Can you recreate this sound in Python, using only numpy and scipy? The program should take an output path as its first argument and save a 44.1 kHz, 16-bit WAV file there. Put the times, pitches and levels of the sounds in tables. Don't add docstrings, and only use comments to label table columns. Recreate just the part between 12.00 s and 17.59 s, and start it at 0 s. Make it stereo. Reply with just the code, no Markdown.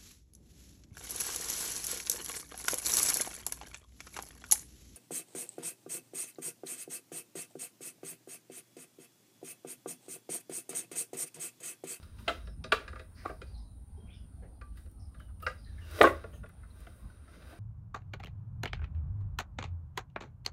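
import sys
import numpy as np
from scipy import signal
from scipy.fft import rfft, irfft
from scipy.io import wavfile
from scipy.ndimage import uniform_filter1d

SR = 44100
rng = np.random.default_rng(int(sys.argv[2]) if len(sys.argv) > 2 else 0)


def attenuation_scalar(level_db):
    decades = np.asarray(level_db, float) / 20
    return 10 ** decades


def master(y):
    cut = np.clip(np.atleast_2d(y).T, -1, 1)
    pcm = np.round(cut * 32767)
    wavfile.write(sys.argv[1], SR, pcm.astype(np.int16))


N = 246519


def evened(x):
    return x / np.sqrt(np.mean(x ** 2) + 1e-20)


def read(points, hz):
    f, value = np.transpose(points)
    return np.interp(np.log(hz + 1), np.log(f + 1), value)


def add(mix, s, sound):
    part = mix[..., max(round(s * SR), 0):][..., :sound.shape[-1]]
    part += sound[..., :part.shape[-1]]


def coloured(x, points):
    gain = attenuation_scalar(read(points, np.fft.rfftfreq(N, 1 / SR)))
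    return evened(irfft(rfft(x) * gain, N))


def resonate(x, hz, width):
    turn = np.exp(2j * np.pi * np.cumsum(hz * np.ones(x.shape[-1])) / SR)
    r = np.exp(-np.pi * width / SR)
    low = x / turn
    for _ in range(2):
        low = signal.lfilter([1 - r], [1, -r], low)
    return 2 * (turn * low).real


def swell(peak_s, rise_s, fall_s, db):
    t = np.arange(N) / SR - peak_s
    swing_db = 19.5
    return attenuation_scalar(db - swing_db * np.where(t < 0, -t / rise_s, t / fall_s))


def knock(modes, row):
    s, clank_db, weight_db, hard_db, grip = row
    ring_db = clank_db + hard_db
    hz, db, t60 = np.transpose(modes)[:, :, None]
    t = np.arange(7000 if clank_db > -33 else 4000) / SR
    coarse = t[::40]
    spot_luck, pitch_luck = rng.standard_normal((2, len(modes), 1))
    a, b, c, d = rng.standard_normal((4, len(modes), len(coarse)))

    beats = 2 * uniform_filter1d(a + 1j * b, size=6) * (1 - np.exp(-coarse / 0.0025))
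    chatter = (c + 1j * d) * np.exp(-coarse / 0.0076) * np.minimum(hz / 2600, 1) ** 2.2
    wobble = 1 + signal.resample((0.45 + hz / 8000) * beats + 1.5 * chatter, len(t), axis=1)

    decay_db = -60 * t / (np.clip(t60, .015, .4) * grip)
    speed = np.sqrt(hz / 1500) * attenuation_scalar(0.077 * (clank_db + 18.5))
    rise = (1 - np.exp(-t / 0.0014 * speed)) ** 2
    spin = np.exp(2j * np.pi * hz * (1 + 0.0018 * pitch_luck) * t)
    rings = attenuation_scalar(db + 2.5 * spot_luck + decay_db) * rise * (wobble * spin).imag

    tick_band = signal.butter(3, [5400, 9800], "bandpass", fs=SR)
    tick = signal.lfilter(*tick_band, rng.standard_normal(len(t))) * rise[-1] * np.exp(-t / 0.009)
    out = attenuation_scalar(-19 + 0.81 * ring_db) * tick
    rattle_band = signal.butter(2, [700, 6200], "bandpass", fs=SR)
    rattle = signal.lfilter(*rattle_band, rng.standard_normal(len(t))) * rise[-1] * np.exp(-t / 0.03)
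    out += attenuation_scalar(-17.5 + clank_db + .5 * hard_db) * rattle

    group = np.digitize(hz[:, 0], [870, 2300])
    for k, level_db in enumerate([clank_db + weight_db + 3.0, clank_db + 2.0, ring_db + 4.0]):
        part = rings[group == k].sum(0)
        out += attenuation_scalar(level_db) * part / abs(part).max()
    return s - .0018, out * signal.windows.tukey(2 * len(t), .2)[len(t):]


# (frequency [Hz], level [dB], t60 [s])
ROD_MODES = [(300, -12.5, 0.11), (384, -7.5, 0.14), (518, -3.5, 0.087), (637, -14, 0.23), (930, -22, 0.035),
             (1202, 0, 0.085), (1370, -6, .09), (1410, 1, 0.047), (1546, -9, 0.22), (1665, -2.5, 0.088),
             (1950, -9, 0.13), (2160, -11.5, 0.068), (2475, -5.5, 0.052), (2660, -15.5, 0.063),
             (2770, -12, 0.065), (3132, -31.5, 0.068), (3210, -18.5, 0.1), (3680, -8, 0.036),
             (3867, -14, 0.13), (4050, -18, 0.1), (4380, -17.5, 0.12), (4827, -15, 0.082),
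             (5120, -16, 0.045), (6070, -28, 0.034), (6800, -25, 0.018)]
# (frequency [Hz], level [dB], t60 [s])
SCREW_MODES = [(316, 0, 0.25), (421, -13, 0.0596), (512.6, -9, 0.27), (545, -2.5, 0.13), (624, -4.5, 0.13),
               (686.6, 5.5, 0.17), (1230, 1, 0.057), (1325, -3.5, 0.12), (1345, 2, 0.032), (1492, 2, 0.062),
               (1614, -12.5, 0.17), (1750, -5, 0.07), (2061, -9, 0.11), (2090, -34, 0.054),
               (2656, -51.5, 0.3), (2620, 4.5, 0.04), (2700, -14, 0.13), (3110, -4, 0.11), (3193, -7, 0.1),
               (3854, -4, 0.1), (4170, -19, 0.082), (3994, -5, 0.07), (4150, -6, 0.045), (4860, -14, 0.08),
               (4970, -43, 0.09), (6230, -36.5, 0.11)]
# (frequency [Hz], level [dB], t60 [s])
BODY_MODES = [(315, -10.5, 0.33), (335.3, -10.5, 0.66), (400, -7, 0.3), (449.7, 13, 0.094),
              (540, -5.5, 0.13), (589.3, 13, 0.13), (670, 1.5, 0.14), (669, -5, 0.21), (808, -13, 0.27),
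              (960, -11.5, 0.074), (1140, 2, 0.11), (1220, -5.5, 0.14), (1340, -10, 0.057),
              (1410, -7.5, 0.042), (1425, 0, 0.14), (1636, -5, 0.11), (1750, -3, 0.044),
              (1966, -0.5, 0.084), (2000, -3.5, 0.023), (2540, -20.5, 0.2), (2580, -10, 0.066),
              (3000, -20.5, 0.072), (3400, -20.5, 0.19), (3580, -20, 0.18), (4247, -25.5, 0.0993),
              (4330, -29.5, 0.095), (4700, -37, 0.13), (5270, -27.5, 0.02)]
# (frequency [Hz], level [dB], t60 [s])
BLOW_MODES = [(334, -15.5, 0.079), (558.6, -6, .035), (644.6, 0.5, 0.052), (807, -15, .08),
              (1228, -2.5, .04), (1327, -11.5, 0.047), (1500, -13.5, 0.065), (1970, -5, 0.036),
              (2170, -6, .025), (2640, -19.5, 0.03), (3074, -22, .04), (3475, -17.5, .025),
              (3860, -26, .05), (4190, -29, .05), (4840, -39, 0.028)]
# (frequency [Hz], level [dB], t60 [s])
REBOUND_MODES = [(331, -11.5, 0.16), (406, -5.5, .08), (538.3, -9, 0.089), (650, -2.5, 0.038),
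                 (803, -11.5, 0.092), (1105, -1.5, 0.11), (1210, -13.5, 0.072), (1333, -15, 0.11),
                 (1547, -5, 0.053), (1876, -18.5, 0.08), (2312, -27, .12), (2730, -22, 0.12),
                 (2850, -25, 0.045), (3530, -31.5, .07), (3680, -25.5, 0.068), (4120, -34, .05),
                 (4856, -40, .1)]
# (frequency [Hz], level [dB], t60 [s])
TIP_MODES = [(512, -2, .15), (600, -6.5, 0.11), (744, -8.5, .1), (1222, -7.5, 0.1), (1456, 7, 0.046),
             (1386, -10.5, .07), (1606, -8, 0.11), (1936, -8, 0.1), (2146, -5.5, 0.057), (2500, -21, 0.12),
             (2790, -7.5, 0.099), (3830, -14.5, 0.048), (4400, -16, 0.064), (4830, -11, 0.059),
             (5370, -16.5, 0.057)]
# (frequency [Hz], level [dB], t60 [s])
SHAFT_MODES = [(300, -15, .08), (416.4, -1.5, 0.087), (525.7, -7.5, 0.063), (653.5, -8, 0.077),
               (954, -19, 0.046), (1165, -3, 0.089), (1300, -9, .08), (1460, 0, 0.036), (1680, -9.5, .06),
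               (1912, -9, 0.068), (2230, -15.5, .06), (2440, -9, 0.065), (2717, -9, .06), (3100, -15, .07),
               (3370, -14, .07), (3700, -13.5, 0.055), (3930, -14, 0.08), (4390, -15.5, .07),
               (4700, -20, 0.098), (5150, -24.5, 0.042)]
# (frequency [Hz], level [dB], t60 [s])
COLLAR_MODES = [(316, -4.5, 0.055), (479, -2, 0.034), (704, 0, 0.044), (1020, -11, .03),
                (1178, -0.5, 0.052), (1337, 0, 0.032), (1590, -9, 0.045), (1944, -10, 0.047),
                (2310, -14, 0.046), (2530, -18, 0.053), (3150, -25, .05), (3760, -20, .05)]
# (time [s], clank peak [dB], weight [dB], hardness [dB], grip [factor])
ROD_KNOCKS = [(0.029, -55.5, -12, 5, 0.79), (0.1867, -56, -21, 2, 1), (0.4722, -50, -3, -1, 1),
              (0.6415, -40, -3, 4.5, 1), (0.8794, -39, -13, -2.5, 0.84), (0.93, -41, -6, -16, 0.44),
              (0.9579, -41, -10.5, -10.5, 1), (0.9947, -44.5, -1.5, -2.5, 1), (1.294, -43.5, 5.5, -16, 0.9),
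              (1.417, -41.5, -2, -1.5, 0.71), (2.614, -47.5, -3.5, -6.5, 0.5),
              (2.773, -54.5, -25, -2.5, 0.88), (2.86, -63.5, 3, -5, 0.98), (3.1457, -55.5, -8.5, -10, 0.88),
              (3.2, -50, -13, -11, 0.92), (3.403, -62.5, -3, 1.5, 1), (3.425, -54, 4, 1, 1)]
# (time [s], clank peak [dB], weight [dB], hardness [dB], grip [factor])
SCREW_KNOCKS = [(0.279, -33, 6.5, -3, 0.62), (0.281, -24, -6, 3, 0.6), (0.2868, -31.5, -5.5, 1.5, 0.5),
                (0.2938, -25.5, -13, -11, 0.6), (4.493, -56, -27, -9, 0.63),
                (4.6317, -53.5, -12, -23.5, 0.99), (4.8685, -48, -2, -6.5, 0.46),
                (5.2783, -54, -7.5, -24, 1), (5.338, -56, -18, -15, .9), (5.4231, -57, -7, 0.5, 0.68),
                (5.5237, -55.5, 5, -3, 1)]
# (time [s], clank peak [dB], weight [dB], hardness [dB], grip [factor])
BODY_KNOCKS = [
    (3.983, -49, 7.5, -10, 0.64),
    (3.9895, -36, -4, -3, .3),
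    (4.072, -19.5, -0.5, -15, 0.29),
    (4.090, -36.5, 4, -18, 0.66),
    (4.24, -43, 3.5, -12.5, 0.82),
    (4.333, -59.5, 6, -8, 0.97),
    (4.43, -60, -7, -14, 0.64),
    (4.437, -48, 0.5, -13, 0.58),
    (4.46, -55, -4, -4, 0.46),
]
# (time [s], clank peak [dB], weight [dB], hardness [dB], grip [factor])
BLOW_KNOCKS = [
    (4.0140, -6, -8, -10, .55),
    (4.032, -24.5, 7, -8.5, 0.61),
]
# (time [s], clank peak [dB], weight [dB], hardness [dB], grip [factor])
REBOUND_KNOCKS = [
    (4.041, -11.5, -2.5, -19.5, 0.57),
    (4.0455, -21, -7.5, -12, 0.62),
    (4.052, -19.5, -6, -11.5, 0.55),
    (4.062, -24.5, -3, -15.5, 0.93),
]
# (time [s], clank peak [dB], weight [dB], hardness [dB], grip [factor])
TIP_KNOCKS = [
    (3.4665, -23.5, -11, -8, 0.75),
    (3.5, -46, -4, -4, 0.61),
]
# (time [s], clank peak [dB], weight [dB], hardness [dB], grip [factor])
SHAFT_KNOCKS = [
    (0.7209, -26.5, -8, 3.5, 0.55),
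    (0.7223, -14.5, -8, -4.5, 0.97),
    (.74, -32.5, -2, -4, 0.9),
]
# (time [s], clank peak [dB], weight [dB], hardness [dB], grip [factor])
COLLAR_KNOCKS = [
    (1.2533, -44, 3, -11, 0.25),
    (1.257, -27.5, -2.5, -17.5, 0.74),
    (1.302, -44.5, 3.5, -11, 1.1),
]


def vise_knocks():
    out = np.zeros(N)
    for modes, knocks in ((ROD_MODES, ROD_KNOCKS), (SCREW_MODES, SCREW_KNOCKS), (BODY_MODES, BODY_KNOCKS),
                          (BLOW_MODES, BLOW_KNOCKS), (REBOUND_MODES, REBOUND_KNOCKS), (TIP_MODES, TIP_KNOCKS),
                          (SHAFT_MODES, SHAFT_KNOCKS), (COLLAR_MODES, COLLAR_KNOCKS)):
        for row in knocks:
            add(out, *knock(modes, row))
    return out


# (time [s], frequency [Hz], level [dB],
# t60 [s])
SINGING_MODES = [(.284, 3130, -40, .05), (4.0065, 450, -9.5, .04), (4.0095, 577, -5.5, 0.049),
                 (4.0405, 1545, -20, 0.098), (4.0405, 640, -16, 0.036), (4.012, 230, -24.5, 0.12),
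                 (2.615, 2450, -57, 0.055), (3.466, 3890, -37.5, .04), (.281, 1200, -35, 0.065),
                 (.281, 410, -34, .08), (3.4215, 1276, -48.5, 0.13), (5.1, 1490, -50, .04),
                 (1.258, 2450, -50, .05), (3.2, 1300, -52, 0.044), (4.071, 1900, -27.5, .04),
                 (.7205, 9700, -40, 0.04), (1.262, 1120, -41, 0.14), (1.29, 1596, -49, 0.097),
                 (1.417, 2430, -51, 0.15), (1.417, 2500, -59, 0.17), (1.422, 560, -51, 0.12),
                 (2.616, 1170, -51, 0.21), (3.468, 515, -49, .25), (3.468, 5300, -50, 0.073),
                 (4.086, 1120, -36.5, 0.09), (4.06, 1115, -22, .09), (.7205, 1460, -20, 0.024),
                 (0.64, 6000, -44, 0.05), (4.07, 610, -20, 0.056), (4.435, 2700, -58, .03),
                 (4.335, 1800, -61.5, 0.11), (1.256, 2000, -42, .03), (4.241, 1400, -45, .06),
                 (4.464, 1700, -52, .03), (3.466, 5700, -52, .06), (4.0135, 1300, -14, .015),
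                 (4.867, 2700, -51.5, 0.036), (4.432, 1530, -58, 0.13), (6.4, 1500, -53, 0.14)]


def singing():
    out, t = np.zeros(N), np.arange(8000) / SR
    for s, hz, db, t60 in SINGING_MODES:
        tone = np.sin(2 * np.pi * hz * t) * (1 - np.exp(-t / 0.001))
        add(out, s, attenuation_scalar(db - 60 * t / t60) * tone)
    return out


# (frequency [Hz], level [dB])
GRIT_SPECTRUM = [(200, -16.5), (350, -7), (550, -5.5), (900, -14), (1400, -6), (2300, -8), (3500, -21.5)]
# (frequency [Hz], level [dB])
RASP_SPECTRUM = [(1800, -24.5), (2800, -6), (3300, -4.5), (3850, 0), (4400, -4.5), (5050, 1.5), (7000, -10),
                 (9000, -18.5)]
# (peak time [s], rise [s], fall [s], scrape level [dB], rasp over scrape [dB])
STROKES = [(.03, 0.18, 0.28, -63.5, -3), (.2, 0.061, 0.16, -69, 4), (.3, 0.047, 0.15, -47.5, -6.5),
           (0.799, 0.12, 0.18, -50.5, -11.5), (1.0, 0.073, 0.048, -63, -6), (1.28, 0.16, 0.1, -55, -16.5),
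           (1.48, 0.11, 0.17, -73.5, 1.5), (2.1, 0.49, 1, -73, -12.5), (2.78, 0.047, 0.11, -67.5, -1.5),
           (3.22, 0.14, 0.075, -75.5, -1), (3.46, 0.067, 0.43, -71, 1), (4.031, .17, 0.046, -40.5, -3.5),
           (4.15, 0.088, 0.24, -53, -10), (4.6, 0.25, 0.69, -70.5, -13.5), (4.81, 0.088, 0.24, -64.5, -3.5),
           (5.1, 0.41, 0.57, -69, -10), (5.34, 0.11, 0.16, -67, -1), (5.51, 0.2, 0.28, -55.5, -9.5)]


def rod_scrape():
    clicks = attenuation_scalar(1.2 * np.minimum(rng.exponential(1, N), 4)) * (rng.random(N) < 1500 / SR)
    grit = rng.standard_normal(N) * (.5 + clicks)
    t = np.arange(3000) / SR
    pressed_ring = sum(attenuation_scalar(0.26 * db - 60 * t / (0.13 * t60)) * np.sin(2 * np.pi * hz * t)
                       for hz, db, t60 in ROD_MODES)
    steel = evened(signal.oaconvolve(grit, pressed_ring)[:N])
    strokes = np.array([swell(*row[:4]) for row in STROKES])
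    rasp_gain = attenuation_scalar(np.transpose(STROKES)[4])
    scrape = coloured(steel + 0.23 * evened(grit), GRIT_SPECTRUM) * (attenuation_scalar(-93.5) + attenuation_scalar(-2.5) * strokes.sum(0))
    rasp = coloured(steel + 1.6 * evened(grit), RASP_SPECTRUM) * (attenuation_scalar(-95) + rasp_gain @ strokes)
    return scrape + rasp


# (frequency [Hz], level [dB])
SKIN_SPECTRUM = [(5000, -19.5), (7500, -6.5), (9000, 2), (12000, -1.5), (15000, -3), (17000, -4)]
# (peak time [s], rise [s], fall [s], hiss level [dB])
RUBS = [(.03, .05, 0.14, -71.5), (.2, 0.042, 0.16, -68), (.282, .005, 0.14, -65), (.724, .004, 0.057, -54),
        (1.0, 0.12, 0.23, -82), (1.27, .2, 0.2, -69.5), (2.785, .04, 0.17, -71), (3.21, 0.091, .2, -81.5),
        (3.428, 0.013, 0.16, -65), (4.02, 0.14, 0.061, -51.5), (4.08, 0.11, 0.08, -54),
        (4.36, 0.11, 0.07, -69.5), (4.8, .15, 0.19, -75), (5.0, 0.2, 0.12, -74.5), (5.51, 0.14, 0.11, -69)]
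# (time [s], peak level [dB])
SNAPS = [
    (2.7719, -59.5),
    (2.9148, -60),
    (3.1981, -60),
    (3.4007, -62),
    (3.426, -56),
    (3.913, -50),
    (4.0305, -29),
    (4.4912, -58),
    (4.8053, -56),
]


def skin_hiss():
    level = attenuation_scalar(-85) + attenuation_scalar(4.5) * sum(swell(*row) for row in RUBS)
    t = np.arange(3000) / SR
    for s, db in SNAPS:
        add(level, s - .001, attenuation_scalar(db + 1.0) * np.exp(-t / 0.003))
    return level * np.array([coloured(v, SKIN_SPECTRUM) for v in rng.standard_normal((2, N))])


def bursts(rows, rise, sag=0):
    out = np.zeros((2, N))
    for s, length, hz, width, db in rows:
        u = np.arange(round(1.6 * length * SR)) / SR / length
        noise = rng.standard_normal((2, len(u)))
        band = evened(resonate(noise, hz * (1 - sag * np.minimum(u, 1)), width))
        add(out, s, attenuation_scalar(db) * band * np.minimum(u / rise, 1) * np.exp(-1.6 * u ** 2))
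    return out


# (time [s], length [s], frequency [Hz], width [Hz], level [dB])
SCUFFS = [(1.14, 0.24, 4810, 1420, -61), (1.16, 0.17, 1860, 1210, -57.5), (1.96, .26, 3210, 60, -72.5),
          (2.069, 0.1, 2440, 300, -60.5), (2.41, 0.1, 470, 400, -53.5), (2.42, 0.068, 1750, 900, -64),
          (3.421, 0.034, 1266, 50.6, -40.5), (3.423, 0.038, 2770, 100, -51.5), (3.653, 0.1, 1760, 300, -62),
          (4.33, 0.07, 6420, 500, -68), (3.28, 0.043, 1300, 500, -61.5), (1.97, 0.077, 400, 80, -57)]
# (time [s], length [s], frequency [Hz], width
# [Hz], level [dB])
GLINTS = [
    (1.26, .05, 2300, 900, -57),
    (4.087, .025, 1200, 900, -40.5),
    (.29, .045, 2700, 900, -50.5),
    (3.42, .014, 14500, 3000, -52),
    (3.775, 0.033, 2060, 200, -59),
    (3.99, .006, 9500, 1500, -52),
    (4.7, 0.028, 3980, 400, -65),
    (.7195, .012, 8600, 1500, -44),
]


def scuffs():
    return bursts(SCUFFS, 0.19) + bursts(GLINTS, 0.19)


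# (frequency [Hz], lead [rad])
PORT_LEAD = [(300, -.1), (1200, -0.22), (2500, -1.17), (4000, -2), (6000, -1.79), (9000, -1.64)]


def ports(x):
    lead = read(PORT_LEAD, np.fft.rfftfreq(N, 1 / SR))
    right = irfft(rfft(x) * np.exp(-1j * lead), N)
    return np.array([attenuation_scalar(2.0) * x, attenuation_scalar(-2.0) * right])


# (frequency [Hz], t60 [s])
ECHO_T60 = [(200, .35), (600, 0.25), (1500, .25), (4000, 0.23), (10000, 0.12)]


def surroundings(x):
    taps = np.zeros((2, SR // 2))
    slots = np.arange(120, SR // 2 - 20, 20)
    at = slots + rng.integers(0, 20, (2, len(slots)))
    np.put_along_axis(taps, at, rng.choice([-1., 1.], at.shape), 1)
    hz, t, z = signal.stft(taps, SR, nperseg=256)
    decay_db = -60 * t / read(ECHO_T60, hz)[:, None]
    tail = signal.istft(z * attenuation_scalar(decay_db), SR, nperseg=256)[1]
    tail /= np.linalg.norm(tail, axis=1, keepdims=True)
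    return signal.fftconvolve(x[None], tail, axes=1)[:, :N]


def ground_jolt():
    out = np.zeros(N)
    t = np.arange(SR // 4) / SR
    add(out, 4.015, attenuation_scalar(-30) * np.exp(-t / 0.024) * np.sin(2 * np.pi * 95 * t))
    return out


# (time [s], length [s], start frequency [Hz], width [Hz], level [dB])
CHIRPS = [(.451, 0.1, 5500, 300, -65), (1.463, 0.2, 4700, 500, -68.5), (1.539, 0.095, 4150, 400, -62),
          (1.573, .093, 5140, 600, -67), (1.627, 0.19, 4070, 300, -74), (2.097, 0.14, 3180, 501, -62.5),
          (2.123, 0.11, 3570, 203, -64), (2.134, 0.099, 5240, 600, -68), (2.992, 0.12, 5360, 593, -68),
          (3.185, 0.1, 3100, 198, -66.5), (3.575, 0.15, 4950, 503, -67), (3.639, 0.14, 4110, 500, -65),
          (3.779, 0.13, 1750, 205, -60), (3.808, 0.19, 2890, 199, -61.5), (4.327, 0.067, 3000, 600, -62.5)]


def birds():
    return bursts(CHIRPS, 0.056, sag=.06)


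def traffic():
    a, b, c, d, e = rng.standard_normal((5, N))
    hum = attenuation_scalar(-53.5) * evened(resonate(a, 54, 11.0))
    murmur = attenuation_scalar(-52.5) * evened(resonate(b, 72, 43))
    road = attenuation_scalar(-64.5) * evened(resonate(c, 210, 130))
    firing_hz = 81.94
    engine = evened(resonate(d, firing_hz, 18)) + attenuation_scalar(-17) * evened(resonate(e, 2 * firing_hz, 6.5))
    return (hum + murmur + road) * swell(3.5, 100, 7.2, 0.97) + swell(4, 2, 1.5, -47.5) * engine


# (frequency [Hz], level [dB per Hz])
YARD_SPECTRUM = [(20, -63.5), (32, -33), (45, -10.5), (70, -1.5), (120, -12), (190, -17.5), (400, -31.5),
                 (850, -31.5), (1200, -37), (1600, -47), (2500, -54.5), (4200, -48.5), (6300, -56),
                 (11000, -54), (16000, -58.5)]
# (frequency [Hz], left-right likeness [0-1])
LIKENESS = [(60, .96), (180, 0.59), (400, 0.6), (900, 0.073), (15000, .05)]


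def yard_wash():
    frames, hz = N // 512 + 5, np.fft.rfftfreq(2048, 1 / SR)
    a, b, c, d, patches = rng.standard_normal((frames, 1025, 5)).T
    patches = evened(uniform_filter1d(uniform_filter1d(patches, 12, 0), 8, 1))
    same = read(LIKENESS, hz)[:, None]
    left = a + 1j * b
    right = same * left + np.sqrt(1 - same ** 2) * (c + 1j * d)
    z = np.array([left, right]) * attenuation_scalar(read(YARD_SPECTRUM, hz)[:, None] + 4.8 * patches)
    return attenuation_scalar(-52) * evened(signal.istft(z, nperseg=2048, noverlap=1536)[1][:, :N])


# (frequency [Hz], level [dB])
INSECT_SPECTRUM = [(7800, -34), (8600, -9), (9300, -2.5), (10000, -10), (10600, -17), (11500, -19.5),
                   (12100, -38)]


def insects():
    left, right, shared = rng.standard_normal((3, N))
    return attenuation_scalar(-71) * np.array([coloured(v + .5 * shared, INSECT_SPECTRUM) for v in (left, right)])


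def scene():
    vise = vise_knocks() + singing() + rod_scrape()
    small_body = signal.butter(3, 240, "highpass", fs=SR, output="sos")
    vise = signal.sosfilt(small_body, vise)
    near = ports(vise) + attenuation_scalar(-10.0) * surroundings(vise) + skin_hiss() + scuffs()
    low = (yard_wash() + traffic() + ground_jolt()) * attenuation_scalar([[.4], [-.4]])
    return near + birds() + low + insects()


def low_pass(x):
    return signal.sosfilt(signal.butter(12, 16460, fs=SR, output="sos"), x)


def record(dry):
    overloaded = 1.272 * np.tanh(dry / 1.335)
    band_limit = signal.firwin(1023, 15800, window="blackman", fs=SR)
    mix = signal.oaconvolve(overloaded, band_limit[None], "same")
    return low_pass(mix)


dry = scene()
out = record(dry)
master(out)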